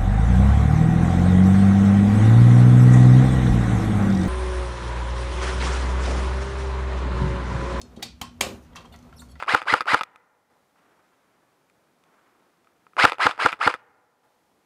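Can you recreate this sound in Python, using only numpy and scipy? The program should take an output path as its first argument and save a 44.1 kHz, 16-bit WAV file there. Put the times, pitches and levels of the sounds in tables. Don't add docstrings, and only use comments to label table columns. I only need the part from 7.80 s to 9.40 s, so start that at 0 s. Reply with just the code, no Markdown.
import sys
import numpy as np
from scipy import signal
from scipy.fft import rfft, irfft
from scipy.io import wavfile
from scipy.ndimage import uniform_filter1d

SR = 44100
rng = np.random.default_rng(int(sys.argv[2]) if len(sys.argv) > 2 else 0)


def boost(x):
    u = np.asarray(x, float) / 20
    return 10 ** u


def generate_wav(signal):
    frames = np.transpose(np.atleast_2d(signal))
    scaled = np.clip(frames, -1, 1) * 32767
    pcm = np.round(scaled).astype(np.int16)
    wavfile.write(sys.argv[1], SR, pcm)


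N = 70560

# f/Hz, level/dB per Hz
AIR_SPECTRUM = [(12, -40), (20, -14.5), (102, 1.5), (479, -13), (1140, -17), (1510, -21), (3720, -27),
                (15200, -39.5), (16500, -72)]
# f/Hz, width/Hz, level/dB
DRONES = [(69.4, 9, -51.5), (239, 15, -58.5), (165.5, 16.1, -59)]
AIR_DB, AIR_PATCH_DB = -57, 1
HUM_HZ, HUM_DB = 242.2, -55.5

# t/s, level/dB
RUSTLE_LEVEL = [(0, -51), (.08, -61.5), (0.269, -50.5), (.32, -126), (.58, -57.5), (0.699, -46.5),
                (.86, -64), (1.0, -54), (1.2, -61), (1.35, -59), (1.459, -61.5), (1.6, -67.5)]
# f/Hz, level/dB per Hz
RUSTLE_SPECTRUM = [(200, 14.5), (600, 16), (1200, 9.5), (2500, -5.5), (6000, -18.5)]
RUSTLE_PATCH_DB = 2.5

# t/s, level/dB, centre f/Hz, length/s
TOUCHES = [(0.0144, -36, 5100, 0.0022), (0.162, -49.5, 4300, 0.0071), (0.194, -49, 2000, 0.0081),
           (.221, -38.5, 2800, 0.0076), (0.953, -37, 1090, 0.022), (0.417, -37, 890, 0.017),
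           (0.901, -62, 1060, 0.0065), (0.932, -56.5, 2630, 0.0025), (0.952, -45, 2000, 0.002),
           (.957, -41.5, 6080, 0.0042), (0.9624, -39, 3250, 0.011), (0.977, -52.5, 2370, 0.026),
           (1.046, -42, 760, 0.0061), (1.052, -51, 4150, 0.0075), (0.618, -36, 10600, 0.036),
           (0.82, -59.5, 7560, 0.023), (1.139, -44.5, 1820, 0.0063), (1.16, -51, 6000, 0.0018),
           (1.188, -55.5, 6000, 0.00197), (1.225, -59, 6000, 0.0039), (1.289, -60.5, 1520, .01),
           (1.326, -44, 1370, 0.0035), (1.408, -53, 9400, 0.026), (1.418, -44.5, 1100, 0.0051),
           (1.336, -57, 3420, 0.0067), (1.5535, -49.5, 1970, 0.0076), (1.594, -51, 3240, 0.0024),
           (0.838, -52.5, 1200, 0.041), (0.619, -25, 717, 0.032), (1.004, -53, 4030, 0.0087)]
# f/Hz, level/dB, t60/s
HOUSING_MODES = [(761, 10.5, 0.042), (1090, 25.5, 0.02), (1370, 18, 0.017), (1952, 9, 0.016),
                 (2800, -4.5, 0.031), (3250, 2.5, 0.032), (3772, 0, 0.087), (4350, -2, 0.049),
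                 (5260, -5, .03), (6000, 2.5, .012), (6580, -3, 0.052), (8700, -10, .02),
                 (10500, -47, .015)]
TOUCH_WIDTH_OCTAVES, TOUCH_SPREAD_DB, TOUCH_HISS_DB = 0.59, 2.5, -6.5
HOUSING_MAX_CYCLES, RUB_S = 40, 0.02

# t/s, level/dB, contact cutoff f/Hz
THUDS = [
    (.1675, -32.5, 503),
    (0.199, -37.5, 670),
    (.245, -74, 510),
    (.61, -27, 703),
    (0.633, -31, 700),
    (.66, -27, 505),
    (0.691, -30.5, 690),
    (0.719, -39, 610),
    (0.744, -74, 484),
    (0.031, -42.5, 393),
]
# f/Hz, level/dB, t60/s
CHASSIS_MODES = [(78.4, -4.5, 0.2), (126, -2.5, 0.086), (205.3, 0, 0.22), (255.7, -0.5, 0.08),
                 (326, -4.5, 0.14), (390, -4.5, 0.21), (440.5, -1, 0.034), (521, 1.5, 0.072),
                 (589.5, 0, .08), (828, -1, 0.084)]
THUD_SPREAD_DB = 2.5

# t/s, level/dB, rise/s, decay/s
SNAPS = [
    (0.2256, -26, 0.0021, 0.0044),
    (0.4131, -25, 0.0021, 0.0044),
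    (0.6077, -12.5, 0.0036, 0.0021),
]
# f/Hz, level/dB
SNAP_1_MODES = [(830, -5.5), (2440, -5), (3250, -24), (3750, 3), (4550, 2), (5600, -37), (6170, -6.5),
                (7000, -2), (8300, -21)]
SNAP_2_MODES = [(840, -8), (1090, -26), (1690, -15), (2300, -11.5), (3100, -0.5), (4000, -1.5), (5200, -8),
                (6600, -7), (9300, -19), (15000, -12)]
SNAP_3_MODES = [(1080, -12.5), (2340, -0.5), (2920, -12), (3160, -1), (3350, -6.5), (3880, -10.5),
                (5320, -4.5), (6740, 5.5), (7300, -32.5), (8100, -14), (10150, -6.5), (12700, -13.5)]
# f/Hz, level/dB per Hz
CRACK_1_SPECTRUM = [(290, -49.5), (500, -32), (2330, -5.5), (3020, -5.5), (3750, -1), (16000, -19)]
CRACK_2_SPECTRUM = [(290, -0.5), (500, -20), (1110, -7.5), (1440, -12), (6610, -16), (16000, -26.5)]
CRACK_3_SPECTRUM = [(180, -32), (300, -3), (2070, -6.5), (3240, -0.5), (5700, -13.5), (6740, -4.5),
                    (7690, -8), (16000, -22.5)]
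# f/Hz, level/dB, t60/s
SHAFT_MODES = [(6750, -50, .4)]
FLANGE_T60_3KHZ_S, CRACK_DB, SLIPS_PER_S = 0.019, -0.5, 5000

# t/s, slip rate f/Hz, level/dB
LOW_SQUEAK = [
    (1.122, 720, -65),
    (1.125, 720, -49),
    (1.14, 715, -55),
    (1.168, 710, -64),
]
HIGH_SQUEAK = [
    (1.36, 5800, -68),
    (1.367, 5650, -60),
    (1.383, 5450, -58),
    (1.385, 4450, -54),
    (1.393, 4300, -58),
    (1.395, 3700, -50),
    (1.403, 3750, -53),
    (1.405, 4420, -51),
    (1.422, 4200, -64),
]
LAST_SQUEAK = [
    (1.487, 1140, -65),
    (1.494, 1097, -65),
    (1.52, 1087, -58.5),
    (1.532, 1080, -68),
]
LOW_OVERTONES_DB = [0, -14, -16, -8, -9, -10]
HIGH_OVERTONES_DB = [0, -1, -10]
LAST_OVERTONES_DB = [-20, -20, -6, 0, -12, -7, -8, -14, -14, -7]
SQUEAK_JITTER, SQUEAK_FLUTTER_DB, SQUEAK_HISS_DB = 0.028, 4, -9

# f/Hz, t60/s
ROOM_T60 = [(100, 0.4), (700, 0.24), (2500, 0.28), (6000, 0.27), (14000, 0.083)]
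ROOM_DB, THUD_ROOM_DB, ROOM_GAP_S = -5, -3, 0.0021
MODE_SEND_DB, SMALL_SEND_DB = -9, -6


def rms_one(x):
    return x / np.sqrt(np.mean(x ** 2) + 1e-20)


def peak_one(x):
    return x / np.sqrt(2 * uniform_filter1d(x ** 2, size=88).max())


def at_hz(points, hz):
    table_hz, values = np.array(points).T
    return np.interp(np.log(hz + 1), np.log(table_hz), values)


def colour(x, spectrum):
    hz = np.fft.rfftfreq(len(x), 1 / SR)
    return irfft(rfft(x) * boost(at_hz(spectrum, hz)), len(x))


def drift(rate_hz):
    r = np.exp(-2 * np.pi * rate_hz / SR)
    noise = rng.standard_normal(N + SR)
    return rms_one(signal.lfilter([1], [1, -2 * r, r * r], noise)[SR:])


def ring(clicks, hz, t60_s):
    r = boost(-60 / (max(t60_s, 0.002) * SR))
    w = 2 * np.pi * hz / SR
    return signal.lfilter([0, np.sin(w)], [1, -2 * r * np.cos(w), r * r], clicks + 1e-18)


def add(out, start_s, x):
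    i = int(start_s * SR)
    out[i:i + len(x)] += x[:N - i]


def contact(rise_s, decay_s):
    t = np.arange(SR // 4) / SR
    env = np.minimum(t / max(rise_s, 1e-4), 1)
    env = env * np.exp(-np.maximum(t - rise_s, 0) / max(decay_s, 2e-4))
    slips = rng.standard_normal(len(t)) * (rng.random(len(t)) < SLIPS_PER_S / SR)
    slips[2] = 1
    return env, env * slips


def air():
    out = boost(AIR_DB + AIR_PATCH_DB * drift(3.3)) * rms_one(colour(rng.standard_normal(N), AIR_SPECTRUM))
    for hz, width_hz, db in DRONES:
        drone = ring(rng.standard_normal(N + SR), hz, 1.78 / width_hz)[SR:]
        out = out + boost(db) * rms_one(drone)
    phase = 2 * np.pi * HUM_HZ * np.arange(N) / SR + 0.5 * drift(1.1)
    return out + boost(HUM_DB + drift(3.1)) * np.sin(phase)


def rustle():
    s, db = np.transpose(RUSTLE_LEVEL)
    level_db = np.interp(np.arange(N) / SR, s, db) + RUSTLE_PATCH_DB * drift(22)
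    return boost(level_db) * rms_one(colour(rng.standard_normal(N), RUSTLE_SPECTRUM))


def touches():
    out = np.zeros(N)
    for s, db, centre_hz, length_s in TOUCHES:
        env, slips = contact(0.26 * length_s, 1.51 * length_s)
        body = 0
        for hz, mode_db, t60_s in HOUSING_MODES:
            off_centre = np.log2(hz / centre_hz) / TOUCH_WIDTH_OCTAVES
            level_db = mode_db + TOUCH_SPREAD_DB * rng.standard_normal() - 9 * off_centre ** 2
            body = body + boost(level_db) * ring(slips, hz, min(t60_s, HOUSING_MAX_CYCLES / hz))
        edges_hz = [centre_hz / 2, min(centre_hz * 2, 16000)]
        band = signal.butter(2, edges_hz, "band", fs=SR, output="sos")
        body, hiss = signal.sosfilt(band, [body, env * rng.standard_normal(len(env))])
        body = min(RUB_S / length_s, 1) ** 2 * peak_one(body)
        add(out, s, boost(db) * (body + boost(TOUCH_HISS_DB) * peak_one(hiss)))
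    return out


def thuds():
    out = np.zeros(N)
    for s, db, cutoff_hz in THUDS:
        blow = signal.lfilter(*signal.butter(2, cutoff_hz, fs=SR), np.eye(1, SR // 3)[0])
        body = 0
        for k, (hz, mode_db, t60_s) in enumerate(CHASSIS_MODES):
            level = boost(mode_db + THUD_SPREAD_DB * rng.standard_normal())
            body = body + level * (-1) ** k * ring(blow, hz, t60_s)
        add(out, s, boost(db - 9) * body)
    return out


def snaps():
    body, crack, far = np.zeros((3, N))
    mode_tables = [SNAP_1_MODES, SNAP_2_MODES, SNAP_3_MODES]
    spectra = [CRACK_1_SPECTRUM, CRACK_2_SPECTRUM, CRACK_3_SPECTRUM]
    high_pass = signal.butter(2, 600, "high", fs=SR)
    for (s, db, rise_s, decay_s), modes, spectrum in zip(SNAPS, mode_tables, spectra):
        env, slips = contact(rise_s, decay_s)
        tone = 0
        for hz, mode_db in modes:
            t60_s = min(FLANGE_T60_3KHZ_S * (3000 / hz) ** 0.39, 0.03)
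            tone = tone + boost(mode_db) * ring(slips, hz, t60_s)
        add(body, s, boost(db) * peak_one(signal.lfilter(*high_pass, tone)))
        noise = colour(rng.standard_normal(len(env)), spectrum)
        hiss = boost(db + CRACK_DB) * peak_one(env * noise)
        add(crack, s, hiss)
        click = colour(np.eye(1, len(env), 200)[0], spectrum)
        add(far, s, np.std(hiss) * rms_one(click))
    last_s, _, _, last_decay_s = SNAPS[2]
    strike = np.zeros(N)
    strike[int((last_s + last_decay_s) * SR)] = 1
    for hz, db, t60_s in SHAFT_MODES:
        crack += boost(db) * ring(strike, hz, t60_s)
    return body, crack, far


def squeak(course, overtones_db):
    s, hz, db = np.transpose(course)
    t = np.arange(N) / SR
    rate_hz = np.interp(t, s, hz)
    phase = 2 * np.pi * np.cumsum(rate_hz * (1 + SQUEAK_JITTER * drift(287))) / SR
    tone = 0
    for k, overtone_db in enumerate(overtones_db, 1):
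        level = boost(overtone_db + SQUEAK_FLUTTER_DB * drift(49))
        tone = tone + level * np.sin(k * phase) * (k * rate_hz < 15000)
    high_pass = signal.butter(2, 5000, "high", fs=SR, output="sos")
    hiss = signal.sosfilt(high_pass, rng.standard_normal(N))
    level_db = np.interp(t, s, db, left=-200, right=-200)
    return boost(level_db) * (tone + boost(SQUEAK_HISS_DB) * hiss)


def room(x):
    t = np.arange(SR) / SR
    edges_hz = 50 * 2 ** np.arange(0, 8.6, 0.5)
    white = rng.standard_normal((2, SR))
    echo = 0
    for k, (low, high) in enumerate(zip(edges_hz, edges_hz[1:])):
        band_pass = signal.butter(2, [low, high], "band", fs=SR, output="sos")
        band = signal.sosfilt(band_pass, white[k % 2])
        echo = echo + band * boost(-60 * t / at_hz(ROOM_T60, np.sqrt(low * high)))
    echo = echo * np.clip(t / ROOM_GAP_S - 1, 0, 1)
    return signal.fftconvolve(x, echo / np.sqrt(np.sum(echo ** 2)))[:N]


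def scene():
    small = rustle() + touches()
    low = thuds()
    body, crack, far = snaps()
    small += squeak(LOW_SQUEAK, LOW_OVERTONES_DB)
    small += squeak(HIGH_SQUEAK, HIGH_OVERTONES_DB)
    small += squeak(LAST_SQUEAK, LAST_OVERTONES_DB)
    send = boost(MODE_SEND_DB) * body + far + boost(SMALL_SEND_DB) * small
    wet = room(boost(ROOM_DB) * send + boost(THUD_ROOM_DB) * low)
    low_pass = signal.cheby2(10, 40, 16050, fs=SR, output="sos")
    soft = signal.sosfilt(low_pass, small + low + wet + air())
    return (body + crack + soft)[None]


def band_limit(x):
    return signal.sosfilt(signal.butter(12, 16820, fs=SR, output="sos"), x)


def record(dry):
    x = signal.sosfilt(signal.butter(3, 48, "high", fs=SR, output="sos"), dry)
    x = signal.sosfilt(signal.cheby2(10, 50, 16900, fs=SR, output="sos"), x)
    return band_limit(x)


dry = scene()
out = record(dry)
generate_wav(out)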